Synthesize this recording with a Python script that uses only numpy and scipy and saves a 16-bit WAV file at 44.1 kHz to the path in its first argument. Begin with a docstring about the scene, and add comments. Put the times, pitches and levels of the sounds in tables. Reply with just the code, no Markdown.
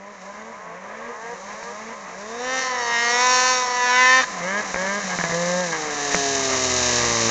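"""A two-stroke twin snowmobile climbs toward the microphone through deep snow, in bursts of throttle.
Each firing rings its exhaust pipe and booms in the silencer, far off at first and echoed by the forest.
It crests the slope with the pipe on song, hard and bright, then blips, misfires, bangs and coasts up
close with the revs falling, while the clutch clatters, the track drums and the snow sprays."""
import sys
import numpy as np
from scipy import signal
from scipy.fft import rfft, irfft
from scipy.io import wavfile
from scipy.ndimage import uniform_filter1d, map_coordinates

SR = 44100
rng = np.random.default_rng(int(sys.argv[2]) if len(sys.argv) > 2 else 0)


def pcm_store(signal):
    """Save signal as 16-bit PCM."""
    levels = np.round(np.clip(np.atleast_2d(signal), -1, 1) * 32767)
    wavfile.write(sys.argv[1], SR, levels.astype(np.int16).T)


N = 321930


def undb(db):
    """Decibels to gain."""
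    return 10 ** (np.asarray(db) / 20)


def curves(table):
    """The columns of a table, joined by straight lines in time."""
    s, *columns = np.transpose(table)
    return [np.interp(np.arange(N) / SR, s, column) for column in columns]


def blend(old, new, share):
    """Move from one value to another by a share of 0 to 1."""
    return old + share * (new - old)


def gate(opens, shuts, attack_s, release_s):
    """0 to 1: a straight attack, a hold and an exponential release."""
    t = np.arange(N) / SR
    return np.clip((t - opens) / attack_s + .5, 0, 1) * np.exp(-np.maximum(t - shuts, 0) / release_s)


def smooth(x, size):
    """Two running means of size samples."""
    return uniform_filter1d(uniform_filter1d(x, size), size)


def steady(x):
    """Hold the running rms at 1."""
    return x / np.sqrt(np.abs(smooth(x * x, SR // 10)) + 1e-12)


def walk(rate_hz):
    """A smooth random drift with a spread near 1."""
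    hold = max(int(SR / rate_hz), 2)
    return 1.3 * smooth(np.repeat(rng.standard_normal(N // hold + 1), hold), hold)[:N]


def colour(x, spectrum, size=2048):
    """Ring a body whose causal response has this spectrum."""
    hz, db = np.transpose(spectrum)
    bin_hz = np.arange(size // 2 + 1) * SR / size
    log_gain = np.log(undb(np.interp(np.log(bin_hz + 1), np.log(hz), db)))
    cepstrum = irfft(log_gain)[:size // 2]
    cepstrum[0] /= 2
    response = irfft(np.exp(rfft(2 * cepstrum, size)))
    return signal.oaconvolve(x, response)[:N]


# Wind at the microphone. Each row: frequency in Hz, relative level in dB.
WIND_SPECTRUM = [(20, -7.5), (60, 4), (150, -16), (400, -17), (2000, -24), (8000, -54)]

def wind(level_db=-69.5):
    """Faint wind rumbles on the microphone."""
    return undb(level_db + 1.8 * walk(5.4)) * steady(colour(rng.standard_normal(N), WIND_SPECTRUM))


# Tree lines around the slope. 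Each row: echo delay in seconds, relative level in dB.
TREE_LINES = [(.235, -4), (.62, -7.5)]
# The tone of the forest's answer. Each row: frequency in Hz, gain in dB.
FOREST_RESPONSE = [(150, -16.5), (330, -19), (470, 4), (600, 2), (1100, 10.5), (1900, -1), (3000, -19),
                   (8000, -2)]
# The engine's reach into the trees, greatest when far off. Each row: time in seconds, gain in dB.
FOREST_SEND = [(0, 0), (.45, 2), (.85, 3), (1.06, 8.5), (1.25, 3), (2.1, -4.5), (2.599, -9.5), (3.2, -13.5),
               (4.2, -26), (7.3, -44)]

def forest(x, tail_db=-9, t60=1.5):
    """Two distinct echoes come back off the tree lines, with a diffuse tail."""
    t = np.arange(SR) / SR
    tail = undb(-60 * t / t60) * rng.standard_normal(SR)
    response = undb(tail_db) * tail / np.linalg.norm(tail)
    for delay_s, db in TREE_LINES:
        response[int(delay_s * SR)] += undb(db)
    return colour(signal.oaconvolve(x, response)[:N], FOREST_RESPONSE)


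def snow_bounce(x, gain=0.45, lag_s=0.001133, wander_s=0.00023):
    """A bounce off uneven snow reaches the microphone just late, so overtones swell and fade in turn."""
    late = np.arange(N) - SR * (lag_s + wander_s * walk(2.5))
    return (x + gain * map_coordinates(x, [late], order=1)) / np.sqrt(1 + gain ** 2)


# Churned snow. Each row: frequency in Hz, relative level in dB.
SNOW_SPECTRUM = [(60, -17), (130, -13), (200, -3.5), (320, -11.5), (500, -0.5), (800, -3), (1100, 0),
                 (1450, -5.5), (2000, -0.5), (3000, -18), (8000, -47)]
# The approach to the microphone. Each row: time in seconds, snow level in dB, throb level in dB.
APPROACH = [(0, -44, -54), (2.201, -38.5, -84), (3.4, -38, -67), (4.5, -34.5, -45), (5.8, -31.5, -60),
            (6.3, -32.5, -47), (6.7, -30.5, -41), (7.3, -29, -40)]

def churned_snow():
    """The rush of churned snow grows as the machine nears."""
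    snow_db, _ = curves(APPROACH)
    return undb(snow_db + 1.8 * walk(18)) * steady(colour(rng.standard_normal(N), SNOW_SPECTRUM))


def throb(cycle):
    """The two cylinders differ, which adds tones between the firing multiples."""
    _, throb_db = curves(APPROACH)
    tones = [undb(-k + 2 * walk(3.3)) * np.sin(2 * np.pi * (k + .5) * cycle) for k in range(1, 10)]
    return undb(throb_db) * steady(sum(tones))


# The track at close range. Each row: time in seconds, lug rate in Hz, level in dB.
LUG_BEAT = [(5.9, 99.84, -81), (6.3, 96.17, -51), (6.55, 91.9, -45), (6.7, 86.2, -39), (6.95, 73.04, -42),
            (7.1, 67.67, -41), (7.3, 59.6, -59)]

def track():
    """Lugs drum on the snow, dropping in pitch as the machine slows."""
    hz, db = curves(LUG_BEAT)
    level = undb(db + 0.88 * walk(25))
    beats = np.cumsum(hz * (1 + 0.05 * walk(30))) / SR
    return level * np.sqrt(2) * np.sin(2 * np.pi * beats)


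def rattle(cycle, size=320):
    """A random pattern, even in colour, that comes round again on every second firing."""
    pattern = irfft(np.exp(2j * np.pi * rng.random(size // 2 + 1)))
    return steady(map_coordinates(pattern, [cycle / 2 % 1 * size], order=3, mode="grid-wrap"))


def puffs(cycle, decay, floor):
    """Gas noise flares at each firing and dies away; decay is in cycles."""
    return steady((np.exp(-(cycle % 1) / decay) + floor) * rng.standard_normal(N))


def firings(cycle, rough, scatter_db=6, top_multiple=75, boom_multiples=5):
    """One sharp pulse a firing, each of its own strength; the lowest multiples are the silencer's."""
    angle = 2 * np.pi * (cycle % 1) + 1e-7
    pulses = np.sin((top_multiple + .5) * angle) - np.sin((boom_multiples + .5) * angle)
    pulses /= np.sin(angle / 2)
    strength = rng.standard_normal(N // 100)[np.round(cycle).astype(int)]
    return steady(pulses * undb(scatter_db * rough * strength))


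# Clutch and crank. Each row: frequency in Hz, relative level in dB.
CLATTER_SPECTRUM = [(1410, -18.5), (2400, -9.5), (3110, -9.5), (3380, -16), (3770, -4), (4500, -9),
                    (5080, -7), (5920, -1), (6720, -1.5), (7340, -8), (8110, -30), (8610, -27.5),
                    (8950, -38.5), (11600, -60), (19700, -120)]

def clatter(cycle):
    """Clutch and crank rattle much the same on every turn, in a hiss of flying snow."""
    drive = rattle(cycle) + 1.1 * puffs(cycle, decay=.4, floor=.8)
    flicker = undb(1.35 * walk(220) + .5 * walk(30))
    return steady(colour(drive * flicker, CLATTER_SPECTRUM))


# The pipe's thin wall. Each row: frequency in Hz, relative level in dB.
RASP_SPECTRUM = [(2000, -35), (3350, -18), (3750, 9.5), (4080, -4.5), (4500, 13), (4920, -9.5), (5450, 12),
                 (6100, 8.5), (6700, 6), (7150, -4.5), (7650, -30), (8030, -29.5), (8950, -67.5),
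                 (11600, -71.5)]

def rasp(cycle, rough):
    """The steep front of each firing rings the thin metal of the pipe, and gas spits after it."""
    drive = firings(cycle, rough) + (.15 + rough) * puffs(cycle, decay=.45, floor=.15)
    return steady(colour(drive + .3 * rattle(cycle), RASP_SPECTRUM))


# Rasp and clatter together, from far to near. Each row: time in seconds, level in dB.
TREBLE_LEVEL = [(0.0, -58), (0.26, -50.5), (0.71, -57.5), (1.59, -45), (2.07, -49.5), (2.38, -41),
                (2.6, -30), (2.74, -36), (3.33, -21.5), (3.54, -23.5), (3.68, -32), (4.06, -26),
                (4.19, -25), (4.27, -38), (4.31, -38.5), (5.53, -30.5), (5.88, -34), (6.16, -25.5),
                (6.42, -26), (6.93, -22), (7.05, -24), (7.3, -23)]

def top_end(cycle, song, rough, rasp_share=0.65):
    """Mechanical clatter, joined by the rasp of the pipe as it comes on song."""
    level_db, = curves(TREBLE_LEVEL)
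    share = rasp_share * song
    rasping = undb(1.3) * np.sqrt(share) * snow_bounce(rasp(cycle, rough))
    clattering = undb(0.53) * np.sqrt(1 - share) * clatter(cycle)
    return undb(level_db) * (rasping + clattering)


# A bang in the pipe. Each row: frequency in Hz, relative level in dB.
BANG_SPECTRUM = [(60, -5), (200, -11), (600, -1.5), (1100, -6.5), (2300, -2.5), (2900, -27), (8000, -59)]
# Stray firings. Each row: start in seconds, peak in dB, length of the miss before it in seconds.
BACKFIRES = [(1.629, -20, 0.011), (4.2328, -23, 0.0082), (4.744, -6.5, 0.027), (4.7603, -9, 0.0026),
             (5.1878, -7, 0.026), (5.2393, -6.5, 0.021), (5.294, -16, 0.01), (5.322, -13, 0.0051),
             (6.146, 0, 0.003)]

def backfires():
    """The mixture goes off in the pipe: one short dull crack each time."""
    kicks = np.zeros(N)
    for s, db, _ in BACKFIRES:
        kicks[int(s * SR)] = undb(db)
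    unit_peak = np.abs(colour(np.ones(1), BANG_SPECTRUM)).max()
    return -colour(kicks, BANG_SPECTRUM) / unit_peak


def afterring(hz=178, relative_db=-23.5):
    """Each bang sets the silencer humming briefly."""
    t = np.arange(N) / SR
    return sum(undb(db + relative_db) * gate(s, s, attack_s=0.0023, release_s=0.027)
               * np.sin(2 * np.pi * hz * (t - s)) for s, db, _ in BACKFIRES)


# The throttle snaps shut. Each row: start in seconds, jump in level in dB.
THROTTLE_CHOPS = [(4.244, -28), (4.617, -9), (5.005, 2)]

def misfires(drop_db=-9, recover_s=0.044):
    """A gain: the engine misses before each bang, and its level jolts when the throttle snaps shut."""
    gain, t = np.ones(N), np.arange(SR // 5) / SR
    for s, db in THROTTLE_CHOPS:
        gain[int(s * SR):][:len(t)] = undb(db * np.exp(-t / recover_s))
    for s, _, miss_s in BACKFIRES:
        gain[int((s - miss_s) * SR):int(s * SR)] *= undb(drop_db)
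    return uniform_filter1d(gain, 90)


# The engine drawing closer with its throttle shut. Each row: time in seconds, bark in dB.
IDLE_BARK = [(0, -49.5), (2.1, -55), (4.3, -39), (5.9, -36.5), (6.5, -32), (7.3, -31)]
# The last run-down, near the microphone. Each row: time in seconds, firing rate in Hz, boom in dB.
RUN_DOWN = [(5.68, 168.9, -38), (5.792, 155.1, -36.5), (5.998, 144.1, -36), (6.276, 138.1, -30.5),
            (6.598, 129.5, -32.5), (7.182, 115.5, -34.5), (7.272, 113.3, -30.5), (7.29, 113, -32)]
# The boom at firing multiples 1 to 5. Each row: offsets in dB on song (from the climb's boom or note),
# between blips (from the bark), coasting and coasting close by (both from the run-down's boom).
BOOM_OFFSETS = [(-15, 4.5, -14, -1.5), (-2.5, -11, -4.5, -1.5), (-1.5, -2.5, 1, -0.5),
                (-2.5, 1, -15.5, 0.5), (-2.5, -10, 1, 1)]
ATTACK_S = 0.028  # the throttle takes hold

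def idling(gulp_db=-5.5, gulp_s=0.039, close_s=6.714):
    """Bark (dB), boom (dB) and roughness with the throttle shut: between blips, then coasting closer."""
    shut_db, coast_db, close_db = np.transpose(BOOM_OFFSETS)[1:, :, None]
    bark, = curves(IDLE_BARK)
    # The boom drops as the throttle shuts, and creeps back.
    shut_times = [blip[1] for blip in THROTTLE_BLIPS[:-1]] + [LONG_PULL[-1][0]]
    gulp = sum(gate(s, s + ATTACK_S, ATTACK_S, gulp_s) for s in shut_times)
    idle_boom = bark + shut_db + gulp_db * gulp
    # Close to the microphone the tone fills out.
    close = gate(close_s, N / SR, attack_s=0.64, release_s=1)
    coast_boom = curves(RUN_DOWN)[1] + blend(coast_db, close_db, close)
    coasting = gate(RUN_DOWN[0][0], N / SR, attack_s=.12, release_s=1)
    rough = blend(0.329, 0.36, coasting)
    return bark, blend(idle_boom, coast_boom, coasting), rough


# Ragged runs of firings. 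Each row: start in seconds, length in seconds, bark in dB.
SPUTTER_RUNS = [(4.212, 0.023, -18), (5.096, 0.05, -30.5), (5.189, 0.028, -28), (5.233, .025, -28),
                (5.29, 0.034, -29.5), (5.72, .035, -28)]

def sputtering(bark, rough, sputter_rough=0.648):
    """On a nearly shut throttle the engine barks in short, uneven runs."""
    for s, length_s, bark_db in SPUTTER_RUNS:
        on = gate(s, s + length_s, attack_s=0.0082, release_s=0.013)
        bark, rough = blend(bark, bark_db, on), blend(rough, sputter_rough, on)
    return bark, rough


# Blips, far off and then near. Each row: opening and shutting times in seconds, firing rate at each
# in Hz, bark and boom at top revs in dB, roughness from 0 to 1, release in seconds.
THROTTLE_BLIPS = [(0.0, 0.118, 192.2, 208.8, -55, -43, 0, 0.034),
                  (0.219, 0.512, 184.1, 228.1, -41, -41.5, 0.1, 0.032),
                  (0.713, 1.099, 166.4, 241, -37.5, -40, 0.03, 0.026),
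                  (1.308, 1.59, 178.5, 214.9, -46, -43, 0.2, 0.045),
                  (1.659, 1.92, 194.6, 229.4, -41.5, -41, 0.21, 0.033),
                  (4.421, 4.605, 170.1, 212, -24, -31, 0.26, .012),
                  (4.755, 4.991, 178, 206.2, -26.5, -31, 0.19, 0.012),
                  (5.317, 5.62, 167.4, 181.8, -32, -29.5, 0.26, 0.14)]

def blipping(bark, boom, rough, hz, bark_db_per_octave=22, boom_db_per_octave=15.5):
    """In each blip of throttle, bark and boom swell with the revs."""
    resonance_db = silencer_resonance(hz)
    for opens, shuts, _, top_hz, bark_db, boom_db, roughness, release_s in THROTTLE_BLIPS:
        on = gate(opens, shuts, ATTACK_S, release_s)
        octaves = np.log2(hz / top_hz)
        bark = blend(bark, bark_db + bark_db_per_octave * octaves, on)
        boom = blend(boom, boom_db + boom_db_per_octave * octaves + resonance_db, on)
        rough = blend(rough, roughness, on)
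    return bark, boom, rough


# The long pull up the slope. Each row: time in seconds, firing rate in Hz, then bark, boom and
# the pipe's own note in dB.
LONG_PULL = [(2.14, 180, -42, -44, -53.5), (2.2, 199, -46, -39, -48), (2.32, 229.2, -43.5, -34, -59),
             (2.46, 253.6, -28, -31, -32), (2.54, 261.8, -24, -30, -29), (2.57, 261, -26.5, -29.5, -65),
             (2.61, 261.8, -24.5, -33.5, -34), (2.69, 255, -29.5, -33, -24), (2.85, 237.3, -31, -33, -27),
             (2.96, 233.8, -22.5, -33.5, -28), (3.07, 236.5, -23, -29, -32),
             (3.25, 250.9, -21.5, -28.5, -17), (3.5, 255.2, -22, -28.5, -23),
             (3.69, 247.2, -32, -33.5, -25), (3.89, 246.7, -21, -31, -21.5),
             (4.0, 252.9, -15.5, -29.5, -16), (4.16, 258.9, -16, -27.5, -17),
             (4.21, 259.5, -13.5, -26, -23)]
# The pipe comes on song, then turns ragged as the throttle eases. Each row: time in seconds,
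# how fully on song and how rough, both from 0 to 1.
ON_SONG = [(2.2, 0.06, .12), (2.5, 0.72, 0.2), (2.8, 0.89, 0.35), (3.0, 0.93, 0.15), (3.3, 0.96, 0.14),
           (3.9, 0.88, 0.16), (4.19, .94, 0.22), (4.26, 0, 0.44)]

def climbing(bark, boom, rough, hz, song, note_multiple=4, load_follow=0.37, load_bark_db=-25.5):
    """As the climb comes on song, the pipe's own note stands out and the fundamental follows the load."""
    _, pull_bark, pull_boom, note_db = curves(LONG_PULL)
    _, pull_rough = curves(ON_SONG)
    early_boom = pull_boom - 2.5 + silencer_resonance(hz)
    song_boom = np.where(MULTIPLES == note_multiple, note_db, pull_boom) + np.array(BOOM_OFFSETS)[:, :1]
    song_boom[0] += load_follow * (pull_bark - load_bark_db)
    song_reached = np.maximum.accumulate(song) / song.max()
    climb_boom = blend(early_boom, song_boom, song_reached)
    on = gate(LONG_PULL[0][0], LONG_PULL[-1][0], ATTACK_S, release_s=0.029)
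    return blend(bark, pull_bark, on), blend(boom, climb_boom, on), blend(rough, pull_rough, on)


def revs(rise_curve=1.25, sag_s=.14):
    """The firing rate (Hz) rises in each blip, follows the climb and run-down, and sags in between."""
    u = np.linspace(0, 1, 8)
    runs = [np.array(LONG_PULL)[:, :2], np.array(RUN_DOWN)[:, :2]]
    for opens, shuts, low_hz, top_hz, *_ in THROTTLE_BLIPS:
        rising_hz = blend(top_hz, low_hz, (1 - u) ** rise_curve)
        runs.append(np.transpose([blend(opens, shuts, u), rising_hz]))
    runs.sort(key=lambda run: run[0, 0])
    sags = []
    for before, after in zip(runs, runs[1:]):
        (shuts, top_hz), (opens, low_hz) = before[-1], after[0]
        fall = 1 - np.exp(-u * max(opens - shuts, ATTACK_S) / sag_s)
        sinking_hz = blend(top_hz, low_hz, fall / fall[-1])
        sags.append(np.transpose([blend(shuts, opens, u), sinking_hz])[1:-1])
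    return curves(sorted(map(tuple, np.vstack(runs + sags))))[0]


def overrun(hz, full_fall_s=0.95):
    """0 while the revs hold or rise, 1 when they drop fast."""
    fall_per_s = -SR * np.gradient(np.log(hz))
    return uniform_filter1d(np.clip(full_fall_s * fall_per_s, 0, 1), 1800)


# The silencer under throttle. Each row: frequency in Hz, gain in dB.
SILENCER_RESPONSE = [(170, 0.5), (210, -4), (255, 4), (350, -11), (400, -10), (480, 2.5), (540, 5),
                     (620, -2.5), (720, -7.5), (850, -11), (1000, -2), (1300, -20.5)]
MULTIPLES = np.arange(1, 6)[:, None]

def silencer_resonance(hz):
    """Gain (dB) of each low firing multiple as it sweeps through the silencer's resonances."""
    response_hz, response_db = np.transpose(SILENCER_RESPONSE)
    return np.interp(np.log(MULTIPLES * hz), np.log(response_hz), response_db)


def silencer(cycle, rough, boom_db, lag_cycles=0.055, lead_rad=1.8):
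    """The boom: round low tones that trail each pulse and waver when the firing is uneven."""
    angle = 2 * np.pi * (cycle - lag_cycles)
    tones = [undb(db + 2.2 * rough * walk(45)) * np.cos(k * angle + lead_rad)
             for k, db in enumerate(boom_db, 1)]
    return np.sqrt(2) * sum(tones)


# The exhaust pipe on song. Each row: frequency in Hz, relative level in dB.
HARD_PIPE = [(700, -25.5), (1200, -1.5), (1500, -2.5), (1790, 7.5), (2070, 3.5), (2350, -7), (2600, -6),
             (3050, -8.5), (3330, -21.5), (3750, -6.5), (4100, -17.5), (4500, -12.5), (5500, -22.5),
             (9000, -73.5)]
# The pipe off song. Each row: frequency in Hz, relative level in dB.
SOFT_PIPE = [(440, -37.5), (750, 2.5), (887, 0.5), (957, 3), (1220, 8.5), (1450, -17), (1620, 7.5),
             (1730, 7.5), (2180, 2.5), (2460, -19), (3000, -9), (3900, -40), (6600, -120)]

def exhaust(cycle, song, rough, hard_db=2.72, soft_db=2):
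    """The bark: pulses and gas ring the pipe, which turns hard and bright on song."""
    drive = firings(cycle, rough) + rough * (.9 * puffs(cycle, decay=.4, floor=.2) + 1.1 * rattle(cycle))
    hard = undb(hard_db) * steady(colour(drive, HARD_PIPE))
    soft = undb(soft_db) * steady(colour(drive, SOFT_PIPE))
    return np.sqrt(song) * hard + np.sqrt(1 - song) * soft


def scene():
    """One microphone on the slope: one crank drives every engine layer, amid snow and forest."""
    hz = revs()
    song, _ = curves(ON_SONG)
    bark_db, boom_db, rough = idling()
    bark_db, boom_db, rough = blipping(bark_db, boom_db, rough, hz)
    bark_db, boom_db, rough = climbing(bark_db, boom_db, rough, hz, song)
    bark_db, rough = sputtering(bark_db, rough)
    # As the revs drop, the firing turns ragged and less carries to the trees.
    falling = overrun(hz)
    rough = np.clip(rough + .5 * falling ** 2, 0, 1)
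    carried = undb(curves(FOREST_SEND)[0] - 1.3 * falling)
    cycle = np.cumsum(hz * (1 + .008 * rough * walk(70))) / SR  # counts the firings
    # Far off, much of the bark reaches the microphone by way of the trees.
    bark = undb(bark_db) * snow_bounce(exhaust(cycle, song, rough)) / np.sqrt(1 + carried ** 2)
    boom = undb(-3 * falling ** 2) * silencer(cycle, rough, boom_db) / np.sqrt(1 + .5 * carried ** 2)
    engine = -(misfires() * (bark + boom) + top_end(cycle, song, rough) + throb(cycle))
    background = churned_snow() + wind() + forest(engine * carried)
    return (background + track() + backfires() + afterring() + engine)[None]


def record(dry, top_hz=8900):
    """The recorder rounds the loudest peaks and cuts the top."""
    rounded = np.tanh(0.78 * dry) / 0.77
    return signal.sosfilt(signal.ellip(10, .2, 80, top_hz, fs=SR, output="sos"), rounded)


dry = scene()
out = record(dry)
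pcm_store(out)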